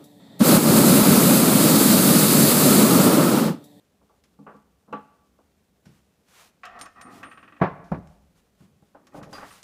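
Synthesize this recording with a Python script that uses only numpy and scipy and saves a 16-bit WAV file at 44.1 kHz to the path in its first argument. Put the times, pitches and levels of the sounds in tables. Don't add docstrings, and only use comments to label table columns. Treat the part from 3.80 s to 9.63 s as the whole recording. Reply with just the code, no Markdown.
import sys
import numpy as np
from scipy import signal
from scipy.fft import rfft, irfft, next_fast_len
from scipy.io import wavfile
from scipy.ndimage import uniform_filter1d

SR = 44100
rng = np.random.default_rng(int(sys.argv[2]) if len(sys.argv) > 2 else 0)


def int16_out(signal):
    q = np.round(np.clip(np.atleast_2d(signal).T, -1, 1) * 32767)
    wavfile.write(sys.argv[1], SR, q.astype(np.int16))


N = 257093
TIME = np.arange(N) / SR
HIT_TIME = TIME[:SR]

# start in seconds, iron level in dB, clear ring
# relative to the crowd in dB, bench thud in dB, contact corner in Hz, T60 in seconds.
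NOSE_BLOWS = [(3.8, -45.5, -14, -48.5, 1503, 0.12), (3.8123, -24.5, -12, -18.5, 720, 0.14),
              (3.8153, -19.5, -2.5, -32, 1360, 0.18), (3.837, -29, -1, -30.5, 1800, 0.22),
              (4.111, -58, -11, -51, 905, .08), (4.1172, -28.5, -8.5, -22.5, 980, 0.11),
              (4.142, -40.5, -6, -34, 1460, 0.12), (4.175, -55, -10, -40, 700, 0.17)]
# frequency in Hz, level in dB, T60 in seconds.
CASTING_MODES = [(275.5, 2, 0.27), (356, 5, 0.1), (461, -0.5, 0.13), (537.5, -6.5, 0.22), (643, -5.5, 0.26),
                 (720, -7.5, 0.21), (724.3, 2, 0.14), (786, -19.5, 0.1), (920, -16, 0.37), (1052, -6, 0.34),
                 (1140, 1.5, 0.16), (1333, -9.5, 0.13), (1520, -3.5, 0.056), (1688, 1, 0.14),
                 (2020, -3.5, 0.11), (2300, -3.5, 0.086), (2438, 3, 0.092)]
# frequency in Hz, level in dB.
CASTING_SPECTRUM = [(60, -44), (200, -28), (350, -1.5), (700, 4), (1200, -1), (2000, -1), (3000, -5.5),
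                    (5000, -5), (15000, -16)]
def chuck_knocks():
    out = np.zeros(N)
    for start, iron_db, ring_db, thud_db, corner_hz, t60 in NOSE_BLOWS:
        iron = crowd(CASTING_SPECTRUM, t60, rise_s=0.00081)
        iron += undb(ring_db) * ring(CASTING_MODES) * swell(0.00067)
        add(out, start, undb(iron_db) * unit_hit(contact(iron, corner_hz)))
        add(out, start, undb(thud_db) * bench_thud(t60, modes_db=1.0))
    return out


# frequency in Hz, level in dB, T60 in seconds.
WOOD_MODES = [(80, -7, 0.085), (132.3, -4, 0.29), (172, 1.5, 0.2), (188, -8, 0.9)]
# frequency in Hz, level in dB.
WOOD_SPECTRUM = [(25, -33), (48, -20), (80, -3.5), (100, -6.5), (135, -0.5), (200, 0), (250, -8.5),
                 (330, -13.5), (500, -21.5), (1500, -78)]
def bench_thud(t60, modes_db, lowest_hz=55):
    wood = crowd(WOOD_SPECTRUM, t60) + undb(modes_db) * ring(WOOD_MODES) * np.sqrt(fade(t60))
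    bass_cut = signal.butter(2, lowest_hz, "high", fs=SR, output="sos")
    return unit_hit(signal.sosfilt(bass_cut, wood))


# start in seconds, level in dB, clear ring relative to the
# crowd in dB, contact corner in Hz, sway level in dB, T60 in seconds.
THREAD_RATTLES = [(0.212, -63.5, -17, 930, -65, 0.14), (0.294, -61.5, -1, 1130, -75, 0.29),
                  (0.587, -56, 8, 1000, -47, 0.13), (0.61, -64, 3, 910, -51.5, 0.3),
                  (0.665, -43.5, -0.5, 2190, -51.5, 0.32), (0.742, -52, 17, 1500, -52, 0.15),
                  (1.078, -57, -25, 1180, -55.5, 0.47), (1.104, -62, -15, 980, -50.5, 0.23),
                  (1.1265, -30.5, 6.5, 3340, -38.5, 0.2), (1.588, -60, -8, 1080, -71, 0.13)]
# frequency in Hz, level in dB, T60 in seconds.
SPINDLE_CHUCK_MODES = [(455, -6.5, 0.2), (499, -0.5, 0.14), (776, -10, 0.24), (851, -2, 0.21),
                       (950, -20, 0.09), (1153, 3.5, 0.19), (1327, -3.5, 0.08), (1380, -4, 0.067),
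                       (1520, -16, 0.054), (1800, -28, .08), (2696, -10, 0.053), (2910, -13, 0.044),
                       (4000, -21.5, 0.14)]
# frequency in Hz, level in dB.
SPINDLE_SPECTRUM = [(180, -21), (420, -0.5), (620, -3), (900, -4), (1400, -4.5), (1850, -15.5),
                    (2200, -20.5), (2650, -16.5), (3300, -24.5), (4200, -30), (15000, -47)]
# frequency in Hz, level in dB, T60 in seconds.
HEADSTOCK_MODES = [(153.7, -6, 0.13), (208.5, 0, 0.2), (270.4, -5.5, 0.19), (293, -11, 0.21)]
def unscrewing():
    out = np.zeros(N)
    for start, db, ring_db, corner_hz, sway_db, t60 in THREAD_RATTLES:
        steel = crowd(SPINDLE_SPECTRUM, t60, rise_s=0.00087)
        steel += undb(ring_db) * ring(SPINDLE_CHUCK_MODES) * swell(0.0026)
        add(out, start, undb(db) * unit_hit(contact(steel, corner_hz)))
        add(out, start, undb(sway_db) * unit_hit(ring(HEADSTOCK_MODES) * swell(0.016)))
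    return out


# start in seconds, knock level in dB, thud level in dB,
# contact corner in Hz, T60 in seconds.
OBJECT_BUMPS = [(2.054, -62.5, -49.5, 2500, 0.22), (2.089, -80, -52.5, 900, 0.21),
                (4.804, -66, -51.5, 1505, 0.5), (4.924, -73.5, -61.5, 801, 0.19),
                (5.023, -65, -57, 990, 0.044), (5.147, -48, -64.5, 1100, 0.19),
                (5.344, -41.5, -49, 750, 0.31), (5.377, -46.5, -44.5, 890, 0.13),
                (5.412, -49.5, -45, 1140, 0.33), (5.463, -50, -49.5, 700, 0.78),
                (5.527, -43, -68, 1420, 0.16), (5.580, -42, -58.5, 1490, 0.041),
                (5.627, -42, -60, 1770, 0.12)]
# frequency in Hz, level in dB, T60 in seconds.
OBJECT_MODES = [(293, -3.5, 0.22), (420.6, -12.5, 0.37), (555, 4, 0.051), (656, -7.5, 0.1), (811, 4, 0.086),
                (1045, -0.5, 0.062), (1503, 9, 0.044)]
# frequency in Hz, level in dB.
OBJECT_SPECTRUM = [(150, -0.5), (300, -2), (580, 13.5), (720, 7.5), (900, 8.5), (1500, 7.5), (3000, 1.5),
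                   (15000, 3.5)]
def bumps(modes_db=-3):
    out = np.zeros(N)
    for start, knock_db, thud_db, corner_hz, t60 in OBJECT_BUMPS:
        body = crowd(OBJECT_SPECTRUM, t60, rise_s=0.0033)
        body += undb(modes_db) * ring(OBJECT_MODES) * swell(0.0027)
        add(out, start, undb(knock_db) * unit_hit(contact(body, corner_hz)))
        add(out, start, undb(thud_db) * bench_thud(t60, modes_db=-43.0))
    return out


# start in seconds, level in dB, contact corner in Hz, T60 in seconds.
PART_TAPS = [(2.833, -40.5, 3730, 0.24), (2.855, -46, 2500, 0.12), (3.059, -46.5, 2120, 0.15),
             (3.213, -52, 1960, 0.075), (3.430, -39, 2694, 0.18), (5.271, -62, 2500, 0.13),
             (5.431, -49, 3620, 0.048), (5.551, -50, 2800, .1), (5.612, -48.5, 2190, 0.12),
             (5.706, -53, 3350, 0.082)]
def taps():
    out = np.zeros(N)
    for start, db, corner_hz, t60 in PART_TAPS:
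        add(out, start, undb(db) * struck_part(t60, corner_hz))
    return out


def rocking(start=3.513, gap_s=0.060, shrink=0.91, first_db=-46.5, loss_db=1.53, touches=6):
    out = np.zeros(N)
    for k in range(touches):
        add(out, start, undb(first_db - k * loss_db) * struck_part(t60=0.16, corner_hz=3000))
        start += gap_s * shrink ** k
    return out


# frequency in Hz, level in dB, T60 in seconds.
STEEL_MODES = [(1140.4, 8.5, 0.087), (1190, -11, 0.24), (1300, -1.5, .25), (1588, 0, 0.1),
               (1814, -6.5, 0.32), (1750, -6.5, .2), (1910, 2, 0.11), (2300, -9, 0.05), (2520, 6.5, 0.046)]
# frequency in Hz, level in dB.
STEEL_SPECTRUM = [(150, -48.5), (550, -2), (700, -0.5), (950, -7.5), (1200, 6.5), (2100, -4.5),
                  (2700, -0.5), (4000, -11.5), (15000, -7)]
def struck_part(t60, corner_hz, modes_db=-1):
    steel = crowd(STEEL_SPECTRUM, t60, rise_s=0.0016)
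    steel += undb(modes_db) * ring(STEEL_MODES, detune=0.027) * swell(0.00089)
    return unit_hit(contact(steel, corner_hz))


# start in seconds, length in seconds, grating in dB, bench rumble in dB.
SLIDES = [(2.847, 0.079, -49, -78), (2.931, 0.039, -42.5, -74), (2.992, 0.049, -46.5, -50.5),
          (3.15, 0.065, -48, -64), (3.243, 0.058, -48, -49), (3.32, .16, -53.5, -51),
          (3.52, 0.59, -73, -60.5), (5.188, 0.21, -74, -64), (5.31, .13, -59.5, -61),
          (5.52, 0.12, -47.5, -53.5)]
# frequency in Hz, level in dB.
GRATING_SPECTRUM = [(200, -14), (550, -9.5), (740, 1), (950, -8.5), (1250, 3), (1550, -8.5), (1850, -6),
                    (2700, -14), (6000, -7)]
# frequency in Hz, level in dB.
RUMBLE_SPECTRUM = [(40, -37), (90, -12.5), (150, -7), (215, -1), (295, 1.5), (400, -12.5), (1000, -15.5),
                   (4000, -66.5)]
def sliding(corner_hz=1900, modes_db=-11):
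    grate_gain = sum(undb(db) * push_speed(start, length) for start, length, db, _ in SLIDES)
    rumble_gain = sum(undb(db) * push_speed(start, length) for start, length, _, db in SLIDES)
    slips = unit(grains(spread_db=5) * flutter(rate=100, depth_db=0.5))
    body = crowd(GRATING_SPECTRUM, t60=0.12) + undb(modes_db) * ring(STEEL_MODES)
    steel = excite(contact(body, corner_hz), slips * grate_gain)
    return steel + rumble_gain * unit(colour(slips, RUMBLE_SPECTRUM))


def push_speed(start, length, attack_s=0.011, release_s=0.025):
    since = np.maximum(TIME - start, 0)
    coasting = np.maximum(since - length, 0)
    return (1 - np.exp(-since / attack_s)) * np.exp(-coasting / release_s)


# start in seconds, level in dB, T60 in seconds.
STEEL_TICKS = [(0.438, -65, 0.11), (0.765, -77, 0.036), (1.126, -64.5, 0.085), (2.055, -63.5, 0.28),
               (2.484, -71, .03), (2.853, -52.5, 0.033), (2.99, -55, 0.12), (3.0128, -44.5, 0.01),
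               (3.017, -50, 0.11), (3.058, -57, 0.037), (3.212, -53, 0.06), (3.43, -59, 0.095),
               (3.816, -64.5, .14), (4.042, -67.5, 0.79), (4.115, -65, 0.21), (4.273, -67, 0.0054),
               (5.269, -61, 0.052), (5.428, -57, 0.18), (5.529, -49.5, 0.44)]
# frequency in Hz, level in dB.
TICK_SPECTRUM = [(500, -4.5), (2000, 1), (4000, -2.5), (5500, -2.5), (6500, -6.5), (8000, -13), (11000, -9),
                 (15000, -24)]
# frequency in Hz, level in dB, T60 in seconds.
SMALL_TOOL_MODES = [(3680, -11, .07), (5340, -1, 0.1), (5780, 0, 0.067), (6400, -4.5, 0.087),
                    (6630, -11, 0.24), (7400, -8, 0.13), (8200, -7, .09), (7240, -3.5, .09),
                    (11100, -14, .1)]
PIN_HZ = 8963
# start in seconds, frequency in Hz, level in dB, T60 in seconds.
RINGING_PIECES = [(2.835, 679, -51.5, 0.64), (2.835, 724, -49.5, 0.5), (2.993, PIN_HZ, -52, 0.12),
                  (3.012, PIN_HZ, -36.5, 0.1), (3.214, PIN_HZ, -51.5, 0.263), (3.437, PIN_HZ, -58.5, 0.62),
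                  (5.529, 4810, -43, 0.24), (5.706, PIN_HZ, -55, 0.25)]
def clinks(modes_db=-7):
    out = np.zeros(N)
    for start, db, t60 in STEEL_TICKS:
        tick = crowd(TICK_SPECTRUM, t60) + undb(modes_db) * ring(SMALL_TOOL_MODES, detune=0.033)
        add(out, start, undb(db) * tick)
    for start, hz, db, t60 in RINGING_PIECES:
        tone = np.sqrt(2) * np.sin(2 * np.pi * hz * HIT_TIME)
        add(out, start, undb(db) * tone * fade(t60) * swell(0.0063))
    return out


# start in seconds, length in seconds, level at full speed in dB.
SLEEVE_BRUSHES = [(2.01, 0.26, -68), (2.441, 0.17, -62), (2.481, .25, -53), (3.28, 0.17, -54.5),
                  (3.48, .08, -65.5), (4.22, 0.19, -70), (4.536, 0.095, -66), (4.756, 0.14, -66.5),
                  (5.323, 0.1, -57), (5.46, 0.22, -56), (5.574, 0.3, -52.5)]
# frequency in Hz, level in dB.
CLOTH_SPECTRUM = [(150, -39), (400, -9), (1050, -3.5), (1800, -7), (3000, -8.5), (4500, -11), (6500, -12),
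                  (9000, -14), (12000, -17), (15000, -21.5)]
def sleeves(rustle_db=-74):
    brushes = (undb(db) * arm_speed(start, length) ** 2 for start, length, db in SLEEVE_BRUSHES)
    power = undb(rustle_db) ** 2 + sum(brush ** 2 for brush in brushes)
    hiss = colour(grains(spread_db=4), CLOTH_SPECTRUM) * flutter(rate=28, depth_db=1)
    return np.sqrt(power) * unit(hiss)


def arm_speed(start, length):
    done = np.clip((TIME - start) / length, 0, 1)
    return 4 * done * (1 - done)


# frequency in Hz, T60 in seconds.
ROOM_DECAY = [(60, 1.7), (170, 0.52), (500, 0.7), (1200, 0.69), (3000, 0.79), (12000, 0.3)]
def workshop(x, wet_db=-21, onset_s=0.043):
    noise, tail = rfft(rng.standard_normal(SR)), 0
    octave = np.log2(np.maximum(np.arange(len(noise)), 1))
    for k in range(5, 15):
        band = irfft(noise * np.clip(1 - abs(octave - k), 0, 1), SR)
        tail += band * fade(at_hz(ROOM_DECAY, 2 ** k))
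    return undb(wet_db) * excite(tail * swell(onset_s), x)


# frequency in Hz, level in dB.
AIR_SPECTRUM = [(12, -60.5), (20, -43.5), (64, 0), (128, -11), (194, -0.5), (242, -6.5), (367, -13),
                (409, -9.5), (753, -17.5), (1110, -33), (1390, -38.5), (1990, -47.5), (15000, -35.5)]
def room_air(db=-67):
    return undb(db) * unit(colour(rng.standard_normal(N), AIR_SPECTRUM))


def ring(modes, scatter_db=2.0, detune=0):
    chance = rng.uniform(-0.84, 1, (len(modes), 3))
    out = np.zeros(SR)
    for (hz, db, t60), (size, sign, shift) in zip(modes, chance):
        weight = np.sign(sign) * undb(db + scatter_db * size)
        out += weight * fade(t60) * np.sin(2 * np.pi * hz * (1 + detune * shift) * HIT_TIME)
    return unit_hit(out)


def crowd(spectrum, t60, rise_s=0.0001, smooth_hz=45):
    half_decay = np.sqrt(fade(t60))
    noise = rfft(rng.standard_normal(SR) * half_decay)
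    local_power = uniform_filter1d(abs(noise) ** 2, smooth_hz)
    even = irfft(noise / np.sqrt(local_power), SR)
    return unit_hit(colour(even * half_decay * swell(rise_s), spectrum))


def contact(x, hz):
    return signal.sosfilt(signal.butter(3, min(hz, SR / 3), fs=SR, output="sos"), x)


def excite(response, drive):
    return signal.fftconvolve(drive, response / np.sqrt(np.sum(response ** 2)))[:N]


def swell(seconds):
    return 1 - np.exp(-HIT_TIME / seconds)


def fade(t60):
    return np.exp(-np.log(1000) * HIT_TIME / t60)


def grains(spread_db):
    return rng.standard_normal(N) * undb(spread_db * rng.standard_normal(N))


def flutter(rate, depth_db):
    return undb(depth_db * np.interp(TIME * rate, np.arange(SR), rng.standard_normal(SR)))


def colour(x, points):
    n = 2 * next_fast_len(len(x))
    cepstrum = irfft(at_hz(points, np.fft.rfftfreq(n, 1 / SR)) * np.log(10) / 20)
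    response = np.exp(rfft(2 * cepstrum[:n // 2], n) - cepstrum[0])
    return irfft(rfft(x, n) * response)[:len(x)]


def at_hz(points, hz):
    f, value = np.transpose(points)
    return np.interp(np.log(np.maximum(hz, 1)), np.log(f), value)


def undb(db):
    return 10 ** (np.asarray(db) / 20)


def unit(x):
    return x / np.sqrt(np.mean(x ** 2))


def unit_hit(x):
    return x / np.sqrt(np.mean(x[:SR // 50] ** 2))


def add(track, start, sound):
    first = int(start * SR)
    track[first:first + len(sound)] += sound[:N - first]


def scene():
    near = unscrewing() + chuck_knocks() + bumps() + taps() + rocking()
    near += sliding() + clinks() + sleeves()
    air = room_air()
    return (near + workshop(near) + air)[None]


def record(dry, top_hz=15500):
    return signal.sosfilt(signal.ellip(10, .2, 70, top_hz, fs=SR, output="sos"), dry)


dry = scene()
out = record(dry)
int16_out(out)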